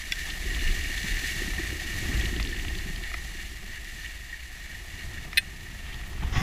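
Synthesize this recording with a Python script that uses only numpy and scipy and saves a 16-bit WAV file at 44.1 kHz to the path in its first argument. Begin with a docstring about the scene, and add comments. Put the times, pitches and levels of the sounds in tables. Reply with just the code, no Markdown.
"""Skis hiss and chatter on packed, groomed snow through a long turn, then run straight and quieter.
Snow crystals break under them, and their shaking keeps the plastic case of a body-worn camera ringing.
Wind buffets the microphone. A buckle snaps near the start, the poles clack together late in the run,
and at the end a gust rushes over the case. Mono."""
import sys
import numpy as np
from scipy import signal
from scipy.fft import rfft, irfft
from scipy.io import wavfile
from scipy.ndimage import uniform_filter1d

SR = 44100
rng = np.random.default_rng(int(sys.argv[2]) if len(sys.argv) > 2 else 0)


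def persist_wave(psi):
    """Save psi, clipped to +-1, as 16-bit WAV."""
    counts = np.round(np.clip(psi, -1, 1) * 32767).astype(np.int16)
    wavfile.write(sys.argv[1], SR, np.atleast_2d(counts).T)


N = 283108
TIME = np.arange(N) / SR
FIRM_DB, BREEZE_DB = -45, -40  # reference levels of scrape and turbulence for the layers that follow them
BUFFET_S = 0.06  # half-width of a buffet

# how hard the skis scrape, strong in the turn and light on the straight: t/s, level/dB
SCRAPE = [(0, -46.5), (.1, -50.5), (.19, -45.5), (.39, -47), (.55, -46), (1.27, -42.5), (1.75, -47),
          (2.0, -44.5), (2.23, -45.5), (2.45, -49), (3.1, -50.5), (3.6, -53), (4.06, -52), (4.3, -55.5),
          (4.8, -53.5), (5.45, -55.5), (5.85, -55), (6.22, -57)]
# resonances of the plastic case: f/Hz, width/Hz, level/dB
CASE_MODES = [(1853, 114.5, 1.5), (2256, 79, -7.5), (2690, 72, -15.5), (2848, 75, -8), (3520, 105, -16.5),
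              (4260, 160, -17.5), (6190, 42, -21), (7240, 280, -24)]
# single large eddies: t/s, throb level/dB, f/Hz, turbulence lift/dB
BIG_EDDIES = [(.54, -29, 36, -1), (.7, -23.5, 28, 2.5), (1.12, -31, 38, 4.5), (1.5, -30, 36, -2),
              (2.09, -29, 64, 1), (2.21, -28, 52, 3), (2.42, -29, 56, 2.5), (2.68, -31, 60, 3),
              (5.11, -35, 36, 0.5), (6.25, -33.5, 55, 0.5)]
# tone colour of rushing air and rubbing cloth: f/Hz, level/dB
RUSH_EQ = [(300, -1.5), (580, -9), (710, 0), (850, 1.5), (1130, -2), (1280, 1), (1900, -1.5), (2700, 1),
           (3500, -2), (4200, -10.5), (7000, -22), (7800, -40), (15000, -38)]


def skis(rough_db=0.84, rattle_db=1.5, judder_db=4, sway_db=1.05):
    """Snow crystals break under the skis; ridges roughen the hiss, shake the case and drum in the body."""
    # tone colour of the hiss: f/Hz, level/dB
    hiss_eq = [(500, -31), (1400, -26), (1750, -3.5), (2250, 4.5), (2500, 5), (2750, 3), (3600, 4),
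               (4000, 3), (4350, 2.5), (4800, 1.5), (5350, -1), (6000, 1.5), (7600, -3), (8600, -13),
               (10000, -27)]
    # tone colour of the fine spray: f/Hz, level/dB
    spray_eq = [(6000, -34), (7800, -5.5), (8700, -7), (9400, -1), (10000, 1.5), (10500, -1), (11200, 0),
                (12100, -3.5), (13150, -2), (14000, -5.5), (15300, -6)]
    # tone colour of the drumming carried up through the body: f/Hz, level/dB
    drum_eq = [(120, -34), (220, -5.5), (280, -1.5), (350, 2), (400, -4.5), (450, -13.5), (540, -18.5),
               (1200, -58)]
    # envelope of that drumming: t/s, level/dB
    drum_curve = [(0, -57.5), (.38, -53.5), (.5, -42.5), (.8, -48), (1.3, -48.5), (1.45, -45.5),
                  (1.85, -46.5), (2.35, -41), (3.1, -53.5), (3.7, -57), (4.45, -63.5), (5.05, -56),
                  (6.1, -59.5), (6.42, -46)]
    # rolls in the snow shake the case harder when the skis press in, less over a crest: t/s, lift/dB
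    rolls = [(.3, 2), (.39, -3.5), (.52, 2), (.67, 4), (1.28, 4), (1.58, 1), (2.22, 2), (2.54, 4.5),
             (2.83, 2), (2.96, -2.5), (3.06, 4), (3.39, 2.5), (3.5, -5), (3.62, -5), (3.74, 3.5),
             (4.04, 3.5), (4.34, 4.5), (4.74, 2.5), (4.85, -5), (5.0, 5), (5.18, 5), (5.65, 0.5)]
    scrape_db = follow(SCRAPE)[0] + 0.5 * wander(27)
    roll_db, = swells(rolls, width_s=0.038)
    hiss_db = scrape_db + 0.094 * roll_db + 4
    spray_db = -49.5 + 0.89 * (scrape_db - FIRM_DB)
    shake_db = -37 + 1.005 * (scrape_db - FIRM_DB) + roll_db + sway_db * wander(18)
    ridges = wander(70)
    crystals = noise() + 0.45 * grains(per_s=2500, spread_db=3)
    crunch = crystals * amp(rough_db * ridges)
    hiss = colour(crunch, hiss_eq) * amp(hiss_db)
    spray = colour(crunch, spray_eq) * amp(spray_db)
    shaking = noise() + 0.49 * grains(per_s=500, spread_db=2)
    shaking *= amp(rattle_db * unit(ridges + wander(50)))
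    rattle = steady(resonate(shaking, CASE_MODES), 0.047) * amp(shake_db)
    judder = colour(noise() * amp(judder_db * wander(59)), drum_eq)
    drum = steady(judder, 0.12) * amp(follow(drum_curve)[0] - 1.5)
    return hiss + spray + rattle + drum


def chatter(rise=0.44, width=0.27, attack_share=0.59):
    """Each catch of an edge is a tiny scrape that rises in pitch as the edge slips free."""
    # edges catching on ridges of snow: t/s, level/dB, centre f/Hz, length/s
    catches = [(.302, -35.5, 3300, .018), (0.548, -30, 2700, 0.0047), (.593, -34, 2900, 0.009),
               (.609, -30, 2880, .004), (.677, -33, 2500, .005), (.712, -34, 2980, .005),
               (.819, -36, 3000, .005), (0.847, -31, 2440, .005), (.979, -32, 2910, .006),
               (1.032, -35.5, 3400, 0.0074), (2.176, -35, 3000, .005), (2.212, -30, 2690, .007),
               (2.257, -30, 3010, .007), (2.364, -32, 3000, .006), (2.400, -30, 2880, .006),
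               (2.428, -29.5, 4100, .004), (2.451, -31, 3300, .004), (2.473, -33.5, 3290, .006),
               (2.515, -38, 2730, .005), (2.565, -34, 2600, 0.0049), (2.597, -34, 2510, .008),
               (2.649, -38, 2600, .006), (2.683, -31.5, 2590, 0.00615), (2.753, -35.5, 3000, .005),
               (2.787, -36, 3270, .005), (2.961, -34, 3600, .004), (3.038, -34.5, 3300, .005),
               (4.062, -35.5, 2700, .005), (5.927, -40.5, 2490, 0.016)]
    out, f = np.zeros(N), np.fft.fftfreq(2048, 1 / SR)
    t = (np.arange(len(f)) - len(f) / 2) / SR
    for s, db, hz, length in catches:
        spectrum = noise(len(f)) + 1j * noise(len(f))
        band = np.fft.ifft(spectrum * np.exp(-(f / (width * hz)) ** 2 / 2))
        cycles = np.cumsum(hz * (1 + rise * np.tanh(t / length))) / SR
        envelope = np.exp(-(2 * t / (length * np.where(t < 0, attack_share, 1))) ** 2)
        slip = (band * np.exp(2j * np.pi * cycles)).real * envelope
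        add(out, s + t[0], amp(db) * slip * np.linalg.norm(envelope) / np.linalg.norm(slip))
    return signal.sosfilt(signal.butter(4, 1600, "high", fs=SR, output="sos"), out)


def wind(lump_db=2, flutter_db=2.1):
    """Slow pressure lumps rumble, finer eddies ride on them, and air brushes over the clothes."""
    # air on the microphone: t/s, rumble level/dB, turbulence level/dB
    airflow = [(0, -37.5, -49.5), (.36, -36.5, -43.5), (.55, -30.5, -39), (.9, -32.5, -42),
               (1.3, -37, -42.5), (1.55, -36, -36), (1.85, -36, -40.5), (2.1, -32.5, -32),
               (2.5, -31.5, -40.5), (2.95, -32.5, -40.5), (3.08, -35, -45.5), (3.65, -39, -48.5),
               (4.45, -42, -52), (4.8, -42.5, -46.5), (5.15, -38, -40.5), (5.5, -44, -46),
               (6.05, -36, -43.5), (6.42, -29, -30)]
    # tone colour of the rumble: f/Hz, level/dB
    rumble_eq = [(8, -12), (18, -5.5), (28, 2.5), (42, -2), (54, -2), (64, -7.5), (85, -22), (200, -57)]
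    # tone colour of the eddies: f/Hz, level/dB
    eddy_eq = [(35, -22), (54, -5), (68, -0.5), (85, -6), (105, -10), (140, -13.5), (200, -14.5),
               (280, -26), (400, -27.5), (1500, -69)]
    # tone colour of air on cloth: f/Hz, level/dB
    cloth_eq = [(300, -13), (560, -3), (700, 5), (800, 0.5), (930, -3), (1270, 1), (1450, -5), (2500, -1),
                (5000, -22.5)]
    rumble_db, eddy_db = follow(airflow)
    stir_db, = swells([(s, lift_db) for s, _, _, lift_db in BIG_EDDIES], BUFFET_S)
    rumble = steady(colour(noise(), rumble_eq), 0.045) * amp(rumble_db - 1)
    turbulence = colour(noise() * amp(lump_db * wander(37)), eddy_eq)
    eddies = steady(turbulence, 0.089) * amp(eddy_db + stir_db)
    brush_db = -50 + 0.58 * (eddy_db - BREEZE_DB) + 0.24 * (follow(SCRAPE)[0] - FIRM_DB)
    cloth = colour(noise() * amp(flutter_db * wander(60)), cloth_eq) * amp(brush_db)
    return rumble + eddies + cloth


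def buffets(width_hz=9.1):
    """Each large eddy presses on the microphone with a few slow, uneven throbs."""
    out = np.zeros(N)
    throb = steady(wander(width_hz), 0.21) + 1j * steady(wander(width_hz), 0.2)
    for s, db, hz, _ in BIG_EDDIES:
        envelope = np.exp(-((TIME - s) / BUFFET_S) ** 2 / 2)
        out += amp(db) * envelope * (throb * np.exp(2j * np.pi * hz * TIME)).real
    return out


def gust(sing_db=-35, steepness=2.2):
    """Air rushes over the case; its gaps sing only when the flow is strongest."""
    # the gust builds: t/s, level/dB
    build = [(5.6, -59), (5.87, -55), (6.2, -49.5), (6.24, -46.5), (6.31, -44), (6.34, -36.5),
             (6.37, -35.5), (6.42, -35.5)]
    # resonances of the gaps in the case: f/Hz, width/Hz, level/dB
    gaps = [(755, 33, 4.5), (1130, 45, 5), (1930, 160, 3), (3480, 59, -4), (5140, 80, -4), (5650, 310, -10),
            (6400, 130, -14), (6900, 70, -9.5)]
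    level_db, = follow(build)
    rush = colour(noise() * amp(2.8 * wander(80)), RUSH_EQ) * amp(level_db - 1.5)
    singing = resonate(noise(), gaps) * amp(sing_db + steepness * (level_db - level_db.max()))
    return rush + singing


def gear():
    """Poles, buckle and strap knock about near the camera, and each struck part rings in its own modes."""
    # modes of the ski poles: f/Hz, level/dB, t60/s
    pole_modes = [(1606, -9, 0.053), (1810, 0.5, 0.038), (2040, -5.5, 0.041), (2280, -7, 0.017),
                  (2536, -.5, 0.052), (2840, -10.5, 0.045), (2990, -9.5, 0.032), (3140, -21, .03),
                  (3535, -5.5, 0.048), (3975, 0.5, 0.02), (4140, -4.5, 0.042), (4340, -13, .015),
                  (5050, -13, 0.016), (5640, -11.5, 0.012), (8350, -39, 0.16), (8635, -29, 0.12),
                  (8845, -30, .08), (9650, -20, 0.042), (10345, -21, .035), (10540, -14, 0.033),
                  (11800, -31, .02), (12800, -20, .025)]
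    # the poles clack together: t/s, level/dB, treble tilt/(dB per octave)
    clacks = [(5.373, -18, 2.5), (5.3786, -18, 3.5), (5.3800, -17, -2.5)]
    # modes of the plastic buckle: f/Hz, level/dB, t60/s
    buckle_modes = [(1572, -9, 0.058), (1996, 1.5, 0.026), (2410, 2.5, 0.019), (2800, -1, 0.024),
                    (3430, -0.5, 0.043), (4070, -14, .018), (4750, -10, 0.022), (5560, 0, 0.016),
                    (7170, -9, 0.016), (7750, -12, .014)]
    # the buckle snaps against a pole: t/s, level/dB, treble tilt/(dB per octave)
    snaps = [(.1213, -19.5, -0.5)]
    # modes of the camera mount: f/Hz, level/dB, t60/s
    mount_modes = [(700, -10, 0.031), (1007, -10, 0.014), (1280, -1, 0.014), (2007, 4.5, .018),
                   (2440, -4, 0.028), (3250, -12, .01), (5300, -11, 0.014)]
    # dull taps of the strap on the mount: t/s, level/dB, treble tilt/(dB per octave)
    taps = [(1.534, -33, -1), (2.398, -30, -3), (2.649, -41, -6.5), (3.1158, -35, -3), (3.1407, -30, 6),
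            (3.1418, -25.5, -1), (5.3304, -29, 3), (6.223, -42, -8)]
    poles = struck(pole_modes, clacks, crack_db=-0.5, crack_s=0.0045)
    buckle = struck(buckle_modes, snaps, crack_db=3, crack_s=0.0014)
    strap = struck(mount_modes, taps, crack_db=-9, crack_s=0.0015)
    return poles + buckle + strap


def struck(modes, blows, crack_db, crack_s, attack_s=0.00033):
    """Each blow feeds energy into an object's modes and gives a brief crack; its tilt sets the brightness."""
    # tone colour of the crack at contact: f/Hz, level/dB
    crack_eq = [(900, -67), (1400, -12), (1750, 9.5), (4200, 8), (5500, -7.5), (7800, -20), (8700, -6),
                (13000, -6.5), (15500, -14)]
    out, t = np.zeros(N), np.arange(SR // 6) / SR
    attack = 1 - np.exp(-t / attack_s)
    for hz, mode_db, t60 in modes:
        energy = np.zeros(N)
        for s, db, tilt_db in blows:
            ring_db = db + mode_db + tilt_db * np.log2(hz / 2500) - 60 * t / t60
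            add(energy, s, (attack * amp(ring_db)) ** 2)
        out += np.sqrt(energy) * np.sin(2 * np.pi * (hz * TIME + rng.random()))
    for s, db, tilt_db in blows:
        crack = colour(noise(len(t)), crack_eq) * attack * np.exp(-t / crack_s)
        add(out, s, amp(db + crack_db + tilt_db) * crack)
    # a small object radiates little below its lowest mode
    return signal.sosfilt(signal.butter(8, 0.95 * modes[0][0], "high", fs=SR, output="sos"), out)


def jolts(attack_s=0.00084, ring_s=0.0079, thump_s=0.003):
    """Bumps ring the lowest resonance of the case; ruts and eddies give a short, dull push."""
    # bumps that jolt the case: t/s, level/dB
    bumps = [(1.257, -23.5), (1.582, -22), (2.198, -27), (4.328, -28.5)]
    # pushes on the microphone: t/s, level/dB, f/Hz
    thumps = [(1.042, -26, 172), (1.417, -30, 353), (1.477, -30, 193), (1.597, -30.5, 318),
              (1.726, -29.5, 331), (2.094, -27, 253), (2.328, -29.5, 236), (2.860, -29, 186),
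              (2.9, -30.5, 159), (3.349, -39, 340), (6.223, -29, 150), (6.246, -22, 70),
              (6.365, -17.5, 113), (6.378, -12.5, 75)]
    out, t = np.zeros(N), np.arange(SR // 10) / SR
    ping = np.sin(2 * np.pi * CASE_MODES[0][0] * t) * np.exp(-t / ring_s) * (1 - np.exp(-t / attack_s))
    push = t / thump_s * np.exp(1 - t / thump_s)
    for s, db in bumps:
        add(out, s, amp(db) * ping)
    for s, db, hz in thumps:
        add(out, s, amp(db) * np.sin(2 * np.pi * hz * t) * push)
    return out


def scuffs(grain_db=4, attack_s=0.003, release_s=0.016):
    """Cloth rubs briefly: a crisp start, a grainy stroke and a quick fade."""
    # sleeve and glove strokes near the camera: t/s, level/dB, hold/s, treble tilt/(dB per octave)
    strokes = [(.257, -44.5, 0.041, -3.5), (2.397, -39, 0.0052, -5), (5.85, -50, 0.095, 3),
               (6.222, -37.5, 0.011, -3.5)]
    out, t = np.zeros(N), np.arange(SR // 4) / SR
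    grain = amp(grain_db * wander(120))[:len(t)]
    for s, db, hold_s, tilt_db in strokes:
        rub_eq = [(hz, level + tilt_db * np.log2(hz)) for hz, level in RUSH_EQ]
        envelope = (1 - np.exp(-t / attack_s)) * np.exp(-np.maximum(t - hold_s, 0) / release_s)
        add(out, s, amp(db) * colour(noise(len(t)) * grain, rub_eq) * envelope)
    return out


def amp(db):
    """Decibels to gain."""
    return 10 ** (np.asarray(db) / 20)


def unit(x):
    """Scales to rms 1."""
    return x / np.sqrt(np.mean(x ** 2) + 1e-20)


def follow(rows):
    """One envelope for each level column of a timed table."""
    s, *columns = np.transpose(rows)
    return [np.interp(TIME, s, c) for c in columns]


def swells(rows, width_s):
    """A bell-shaped swell or dip in dB around each event, one curve for each level column."""
    s, *columns = np.transpose(rows)
    return np.array(columns) @ np.exp(-((TIME - s[:, None]) / width_s) ** 2)


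def add(mix, s, sound):
    """Mixes a sound in at s seconds."""
    part = mix[max(round(s * SR), 0):][:len(sound)]
    part += sound[:len(part)]


def noise(size=N):
    """White noise."""
    return rng.standard_normal(size)


def wander(hz):
    """Smooth random modulation up to about hz, at rms 1."""
    f = np.fft.rfftfreq(N, 1 / SR)
    return unit(irfft(rfft(noise()) * np.exp(-(f / hz) ** 2), N))


def grains(per_s, spread_db):
    """Sparse clicks of uneven size, at rms 1."""
    size = amp(spread_db * np.minimum(rng.exponential(1, N), 4))
    return unit(noise() * size * (rng.random(N) < per_s / SR))


def colour(x, eq):
    """Shapes x with an EQ curve, at rms 1."""
    hz, db = np.transpose(eq)
    f = np.fft.rfftfreq(len(x), 1 / SR)
    gain = amp(np.interp(np.log(f + 1), np.log(hz), db))
    return unit(irfft(rfft(x) * gain, len(x)))


def resonate(x, peaks):
    """Rings x through a set of resonances, at rms 1."""
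    f = abs(np.fft.fftfreq(N, 1 / SR))
    gain = sum(amp(db) / (1 + ((f - hz) / width) ** 2) for hz, width, db in peaks)
    causal = np.exp(signal.hilbert(np.log(gain)).conj())  # the ringing follows its cause
    return unit(irfft(rfft(x) * causal[:N // 2 + 1], N))


def steady(x, seconds):
    """Levels out swells slower than the given time."""
    size = max(int(seconds * SR), 2)
    power = uniform_filter1d(uniform_filter1d(x ** 2, size), size)
    return x / np.sqrt(abs(power) + 1e-12)


def scene():
    """All sources reach one microphone, the same in both channels."""
    mono = skis() + chatter() + jolts() + wind() + gust() + scuffs() + gear() + buffets()
    return np.array([mono, mono])


def record(dry):
    """The camera cuts off the top of the treble."""
    lowpass = signal.firwin(511, cutoff=15330, window=("kaiser", 9), fs=SR)
    return signal.oaconvolve(dry, lowpass[None], "same")


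dry = scene()
out = record(dry)
persist_wave(out)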